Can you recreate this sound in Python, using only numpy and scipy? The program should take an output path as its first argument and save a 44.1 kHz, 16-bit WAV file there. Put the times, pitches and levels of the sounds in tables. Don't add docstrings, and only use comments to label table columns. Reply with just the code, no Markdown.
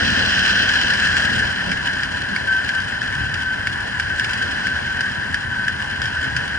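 import sys
import numpy as np
from scipy import signal
from scipy.fft import rfft, irfft, next_fast_len
from scipy.io import wavfile
from scipy.ndimage import uniform_filter1d, map_coordinates

SR = 44100
rng = np.random.default_rng(int(sys.argv[2]) if len(sys.argv) > 2 else 0)


def wav_record(signal):
    frames = np.transpose(np.atleast_2d(signal))
    bounded = np.clip(frames, -1, 1)
    quanta = np.round(bounded * 32767).astype(np.int16)
    wavfile.write(sys.argv[1], SR, quanta)


def rack_gain(trim_db):
    fader = np.asarray(trim_db, float)
    return 10 ** (fader / 20)


N = 290178


def unit(x):
    return x / np.sqrt(np.mean(x ** 2) + 1e-20)


def curves(rows):
    s, *cols = np.transpose(rows)
    return [np.interp(np.arange(N) / SR, s, c) for c in cols]


def on_log(rows, hz):
    f, *cols = np.transpose(rows)
    return [np.interp(np.log(hz + 1), np.log(f + 1), c) for c in cols]


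def wobble(rate):
    knots = rng.standard_normal(int(N * rate / SR) + 4)
    curve = map_coordinates(knots, [np.arange(N) * rate / SR])
    return curve - uniform_filter1d(curve, size=SR // 5)


def swells(rows):
    s, length, *gains_db = np.transpose(rows)
    t = np.arange(0, N + 99, 100) / SR
    bells = np.exp(-(2 * (t[:, None] - s) / length) ** 2)
    return [np.interp(np.arange(N) / SR, t, bells @ g) for g in gains_db]


def filtered(x, response):
    m = next_fast_len(N + SR // 2)
    return irfft(rfft(x, m) * response(np.fft.rfftfreq(m, 1 / SR)), m)[..., :N]


def ring(x, modes, steep):
    def response(f):
        power = 0
        for c, w, db in modes:
            power = power + rack_gain(2 * db / steep) * (f * w) ** 2 / ((c * c - f * f) ** 2 + (f * w) ** 2)
        cepstrum = irfft(steep / 2 * np.log(power + 1e-9))
        half = len(cepstrum) // 2
        cepstrum[1:half] *= 2
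        cepstrum[half + 1:] = 0
        return np.exp(rfft(cepstrum))
    return filtered(x, response)


def noise():
    return rng.standard_normal((2, N))


def firings(rate, uneven, jitter, scatter_db):
    k = np.arange(1, int(np.sum(rate) / SR))
    chance = rng.standard_normal((len(k), 3))
    turns = k + uneven * (k % 2) + jitter * chance[:, 0]
    at = np.interp(turns, np.cumsum(rate) / SR, np.arange(N)).astype(int)
    shared = np.bincount(at, rack_gain(scatter_db * chance[:, 1]), N)
    return np.array([shared, np.bincount(at, chance[:, 2], N)])


def puffs(beats, t60, rise):
    t = np.arange(SR // 10) / SR
    envelope = (1 - np.exp(-t / rise)) * rack_gain(-60 * t / t60)
    return signal.fftconvolve(beats, envelope[None], axes=1)[:, :N]


# time_s, level_db
LOAD = [(0.0, -27), (0.48, -26), (1.28, -30.5), (1.43, -33), (2.22, -37.5), (2.56, -37), (3.76, -39.5),
        (4.16, -38), (4.34, -35.5), (4.69, -36), (5.46, -40.5), (5.96, -38.5), (6.17, -37), (6.58, -38.5)]


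def strain_db():
    load_db = curves(LOAD)[0]
    return load_db - load_db.mean()


# pitch_hz, level_db (per Hz)
TYRES = [(500, -11.5), (700, -11), (780, -0.5), (880, -1.5), (990, 0.5), (1180, -3.5), (1320, -11.5),
         (1500, -15), (3000, -15), (11000, -31)]
# pitch_hz, level_db (per Hz)
TRAFFIC = [(20, -21), (45, 7), (300, -1), (400, 1), (600, 3.5), (750, 1), (1000, -19), (2000, -54)]
# start_s, rise_s
# (negative: a jump, no ramp), far_db, near_db
CAR = (1.5, -0.8, -52, -43)
# pitch_hz, width_hz, level_db
CAR_HUM = [(978, 67, 1.5), (800, 69, -4)]


def street():
    def wash(colour):
        hiss = unit(filtered(noise(), lambda hz: rack_gain(on_log(colour, hz)[0])))
        return rack_gain(3.2 * wobble(9.8)) * hiss

    s, rise, *far_near_db = CAR
    car_db = np.interp(np.arange(N) / SR, (s, s + rise), far_near_db)
    flecks = rack_gain(2.5 * wobble(14))
    car = flecks * rack_gain(car_db) * unit(ring(noise(), CAR_HUM, steep=1.82))
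    tyre_db = -37.5 + 0.36 * strain_db()
    echo_db = 0.56 * swells(BLIPS)[1]
    traffic_db = -37 + 0.55 * strain_db() + echo_db
    return rack_gain(tyre_db) * wash(TYRES) + rack_gain(traffic_db) * wash(TRAFFIC) + car


# time_s, firings_per_s, beat_db (clean beat's share of the low sound)
REVS = [(0, 40, -1.5), (.3, 41.6, 2), (.7, 36.3, -9.5), (1.1, 41, 0.5), (1.5, 38, -3), (1.8, 32.4, -3.5),
        (2.4, 35, -5.5), (3.0, 39, -10.5), (3.25, 36.3, 0), (3.7, 42, -14), (4.3, 36.3, -6),
        (5.2, 45.6, -12.5), (6.0, 34.6, -6), (6.58, 37.4, -3.5)]
# time_s, level_db
THROTTLE = [(0, -29), (.9, -31), (2.2, -33.5), (3.5, -33.5), (4.5, -33), (6.58, -33.5)]
# middle_s, length_s, thud_gain_db, bark_gain_db
BLIPS = [(.06, 0.25, 5.5, 3), (.61, .08, 3.5, 1.5), (.84, 0.02, 0, 5), (1.12, 0.057, 2, 1),
         (1.36, 0.28, 5.5, 5.5), (1.7, .08, -3.5, 6.5), (2.33, 0.12, -1.5, 4.5), (3.21, 0.19, 7, -3),
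         (3.73, 0.076, 5, 1.5), (4.05, 0.052, 3.5, -5), (4.47, 0.12, 0, 3), (5.08, 0.041, 2, 0.5),
         (5.5, 0.089, 1.5, -2.5), (6.04, 0.082, 7.5, -1), (6.36, .08, 6.5, -2.5), (6.57, 0.074, 4, 3)]
# pitch_hz, width_hz, level_db
THUD = [(82, 31, 1), (131.5, 61, -3.5)]
# pitch_hz, width_hz, level_db
BARK = [(178.3, 41, 5.5), (204.4, 82, 0), (260, 20, -1.5), (342, 250, -19.5)]


def exhausts(beats):
    def centred(x):
        return unit(x - x.mean(axis=1, keepdims=True))

    def follow(x):
        power = uniform_filter1d(np.mean(x ** 2, axis=0), size=SR // 2)
        return x / np.sqrt(np.abs(power) + 1e-20)

    ahead = firings(27 * rack_gain(0.52 * wobble(6)), uneven=0.1494, jitter=0.0958, scatter_db=4.0)
    own = rack_gain(curves(REVS)[1] - 1.0) * centred(beats)
    gas = own + 0.3 * centred(ahead) + 0.61 * noise()
    throttle_db = curves(THROTTLE)[0]
    punch_db, snarl_db = swells(BLIPS)
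    tilt_db = 0.23 * strain_db()
    thud_db = throttle_db + punch_db - 2 - tilt_db + 1.5 * wobble(9)
    bark_db = throttle_db + snarl_db - 4.5 + tilt_db + 1.5 * wobble(9.4)
    thud = follow(ring(gas, THUD, steep=1.62))
    bark = follow(ring(gas, BARK, steep=2.18))
    return rack_gain(thud_db) * thud + rack_gain(bark_db) * bark


# pitch_hz, width_hz, level_db
MAIN_MODE = [(1555, 182, 3), (1720, 200, 2)]
# pitch_hz, width_hz, level_db
HIGH_MODES = [(2644, 350, -4.5), (3044, 535, 1), (4210, 304, -4.5), (5096, 770, -10.5), (6010, 580, -20)]
# pitch_hz, width_hz, level_db
TOP_MODES = [(7310, 1000, 0.5), (8680, 290, -8)]
# pitch_hz, width_hz, level_db
AIR_MODES = [(9600, 580, 7), (10700, 1000, -16)]
# middle_s, length_s, gain_db
GUSTS = [
    (1.2, 0.55, 5),
    (4.28, 0.22, 4.5),
]


def machinery(beats):
    strain, gust_db = strain_db(), swells(GUSTS)[0]
    pulse = 0.92 + 0.17 * unit(puffs(beats[:1], t60=0.12, rise=0.0024))
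    sizes = rack_gain(2.7 * rng.standard_normal(size=1100))
    grains = np.array([np.bincount(rng.integers(0, N, size=1100), sizes, N)] * 2)
    rattle = puffs(grains, t60=0.024, rise=0.0037)

    def stir(loose):
        return unit(pulse * noise()) + loose * unit(rattle * noise())

    shake = wobble(18)
    clatter = unit(ring(rack_gain(0.62 * shake + 0.49 * wobble(30)) * stir(loose=0.72), HIGH_MODES, steep=1.96))
    edge = filtered(clatter, lambda hz: 1 / (1 + (3730 / (hz + 1)) ** 8))
    clatter = clatter + (rack_gain(0.17 * strain) - 1) * edge
    sheen = unit(ring(rack_gain(0.8 * shake + 1.4 * wobble(33)) * stir(loose=1.0), TOP_MODES, steep=1.54))
    roar = unit(ring(rack_gain(1.04 * wobble(25)) * stir(loose=0.27), MAIN_MODE, steep=1.576))
    air = unit(ring(stir(loose=1.0), AIR_MODES, steep=1.3))

    clatter_db = curves(LOAD)[0] + 4.5
    roar_db = -24 + 0.57 * strain + 0.4 * gust_db
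    sheen_db = -51.5 + 0.75 * strain + gust_db
    air_db = 0.42 * sheen_db - 34.0
    top = rack_gain(sheen_db + 1.0) * sheen + rack_gain(air_db) * air
    return rack_gain(clatter_db) * clatter + top + rack_gain(roar_db) * roar


# start_s, length_s, level_db
SQUEAL = [(0.035, 0.13, -38), (0.325, .09, -35.5), (0.497, 0.19, -27.5), (1.017, 0.28, -34.5),
          (1.355, 0.088, -30), (1.83, 0.23, -33.5), (2.17, 0.14, -56), (2.478, 0.13, -18.5),
          (2.694, 0.037, -29), (2.74, 0.076, -23), (2.941, 0.045, -35), (3.146, 0.17, -29.5),
          (3.378, 0.058, -26), (3.45, 0.09, -23.5), (3.577, 0.1, -35), (4.104, 0.12, -28),
          (4.347, 0.048, -35), (4.408, 0.036, -21), (4.625, 0.11, -25), (4.874, 0.2, -29),
          (5.516, 0.19, -27.5), (6.056, 0.042, -27.5), (6.158, .11, -27.5), (6.354, 0.095, -37),
          (6.547, 0.075, -29)]
# time_s, pitch_hz
DISC_HZ = [(0, 1552), (2.5, 1548), (3.5, 1537), (4.2, 1547), (4.9, 1537), (5.6, 1533), (6.58, 1535)]
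# multiple, level_db
OVERTONES = [(1, 0.5), (2, -20), (3, -34)]


def brake():
    t = np.arange(N) / SR
    grip = sum(rack_gain(db) * ((t > s) & (t < s + length)) for s, length, db in SQUEAL)
    grip = uniform_filter1d(grip, size=SR // 80) + rack_gain(-37.5)
    turn = 2 * np.pi * np.cumsum(curves(DISC_HZ)[0] + 4 * wobble(30)) / SR
    tone = sum(rack_gain(db) * np.sin(k * turn) for k, db in OVERTONES)
    return grip * rack_gain(2.0 + 1.5 * wobble(60)) * np.array([tone, .05 * tone])


# pitch_hz, width_hz, level_db
TICK_MODES = [
    [(2940, 920, 0)],
    MAIN_MODE,
    [(2230, 260, 0)],
    [(4910, 1270, 10.5), (7300, 790, -7), (9550, 1900, -9)],
]
# start_s, peak_db, main_mode_db, bracket_ring_db (last two against the usual share)
TURNS = [(0.1796, -23, 3, -8), (0.462, -21, 6, -15), (0.7634, -33, 2, -10), (1.0721, -14, 1, -11),
         (1.3953, -16.5, 4.5, -12), (1.7165, -18, -1, 3), (2.0333, -19, 1.5, -6), (2.3616, -17.5, 0.1, 2),
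         (2.6905, -17, -1, -6), (3.017, -23.5, 9.2, -14), (3.3417, -16.5, 0.1, -11), (3.6709, -17, 4.2, -3),
         (3.9977, -15, 1, -6), (4.3335, -18.5, 1, -8), (4.6689, -18.5, 4, -4), (5.0075, -17, 2.5, -14),
         (5.3431, -16.5, 3, -15), (5.6813, -18, 4, -13), (6.0176, -18, 1.5, -13), (6.3652, -16, 1.3, -17)]
# start_s, peak_db
SLAPS = [(0.6898, -13), (0.813, -8.5), (0.9364, -10.5), (1.167, -8.5), (1.3039, -17), (1.9356, -25),
         (2.481, -27), (2.8024, -24), (3.1253, -22.5), (3.404, -26), (3.9234, -34), (4.1964, -17),
         (4.245, -16), (4.294, -20.5), (4.4428, -29), (5.1188, -29), (5.5123, -37), (6.0564, -20.5),
         (6.2434, -29), (6.4778, -25.5)]


def drive():
    turn_colour_db, slap_colour_db = (0.5, 9.5, 4, -11), (2, 6, 4.5, -11)
    rows = [(s, db, *np.add(turn_colour_db, (0, main_db, ring_db, 0))) for s, db, main_db, ring_db in TURNS]
    rows += [(s, db, *np.add(slap_colour_db, (0, 0, -7.5, 0))) for s, db in SLAPS]
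    s, db, *parts_db = np.transpose(rows)
    parts_db = parts_db + 1.5 * rng.standard_normal((len(s), 4)).T
    at = ((s - .001) * SR).astype(int)
    clear_db = np.interp(s, (1.2, 1.7), (-6, 0))
    blows, gains_db = (3.2, 17.7, 13, 1.3), (8.5, 1.0, 9, 5.5)
    total = 0
    for modes, part_db, blow, gain_db in zip(TICK_MODES, parts_db, blows, gains_db):
        hits = np.array([np.bincount(at, rack_gain(db + part_db + gain_db + clear_db), N)] * 2)
        contacts = puffs(hits, t60=0.027, rise=0.00054) + 0.25 * puffs(hits, t60=0.14, rise=0.0021)
        chatter = contacts * noise()
        knock = [[blow], [0]] * np.roll(hits, 50, axis=1)
        total = total + ring(knock + chatter, modes, steep=1.94)
    return total


# pitch_hz, likeness_0_to_1, left_lead_rad, left_over_right_db
PORTS = [(60, 0.96, 0.52, 0.5), (240, 0.94, 0.78, -0.5), (481, 0.53, 2.76, 2), (750, 0.46, 3.97, 1),
         (1310, 0, 5.66, 0), (1580, 0.88, 7.1, 2.5), (2110, 0.92, 7.04, 2.5), (2300, 0.3, 7.5, -7),
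         (2710, 0.92, 8.46, 6.5), (3013, 1, 7.79, -2.5), (3760, 0.46, 9.34, 1.5), (4140, 0.93, 10.07, -1),
         (4715, 0.99, 6.3, 1.5), (5540, 0.2, 5.3, -4.5), (6140, 0.47, 7.27, 2.5), (11100, 0.87, 7.94, -1.5)]


def ports(pair):
    def side(sign):
        def response(hz):
            alike, lead, over_db = on_log(PORTS, hz)
            u = np.arccos(np.clip(alike, 0, 1)) / 2
            return rack_gain(sign * over_db / 2) * np.exp(.5j * sign * lead) * [np.cos(u), sign * np.sin(u)]
        return filtered(pair, response).sum(axis=0)
    return np.array([side(0.98), side(-1.034)])


def scene():
    beats = firings(curves(REVS)[0], uneven=.06, jitter=.015, scatter_db=1.2)
    return ports(street() + exhausts(beats) + machinery(beats) + brake() + drive())


def roll_off(x):
    return signal.sosfilt(signal.butter(12, 11300, fs=SR, output="sos"), x)


def record(dry):
    mix = filtered(dry, lambda hz: 1 / np.sqrt(1 + (hz / 10980) ** 300))
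    return roll_off(mix)


dry = scene()
out = record(dry)
wav_record(out)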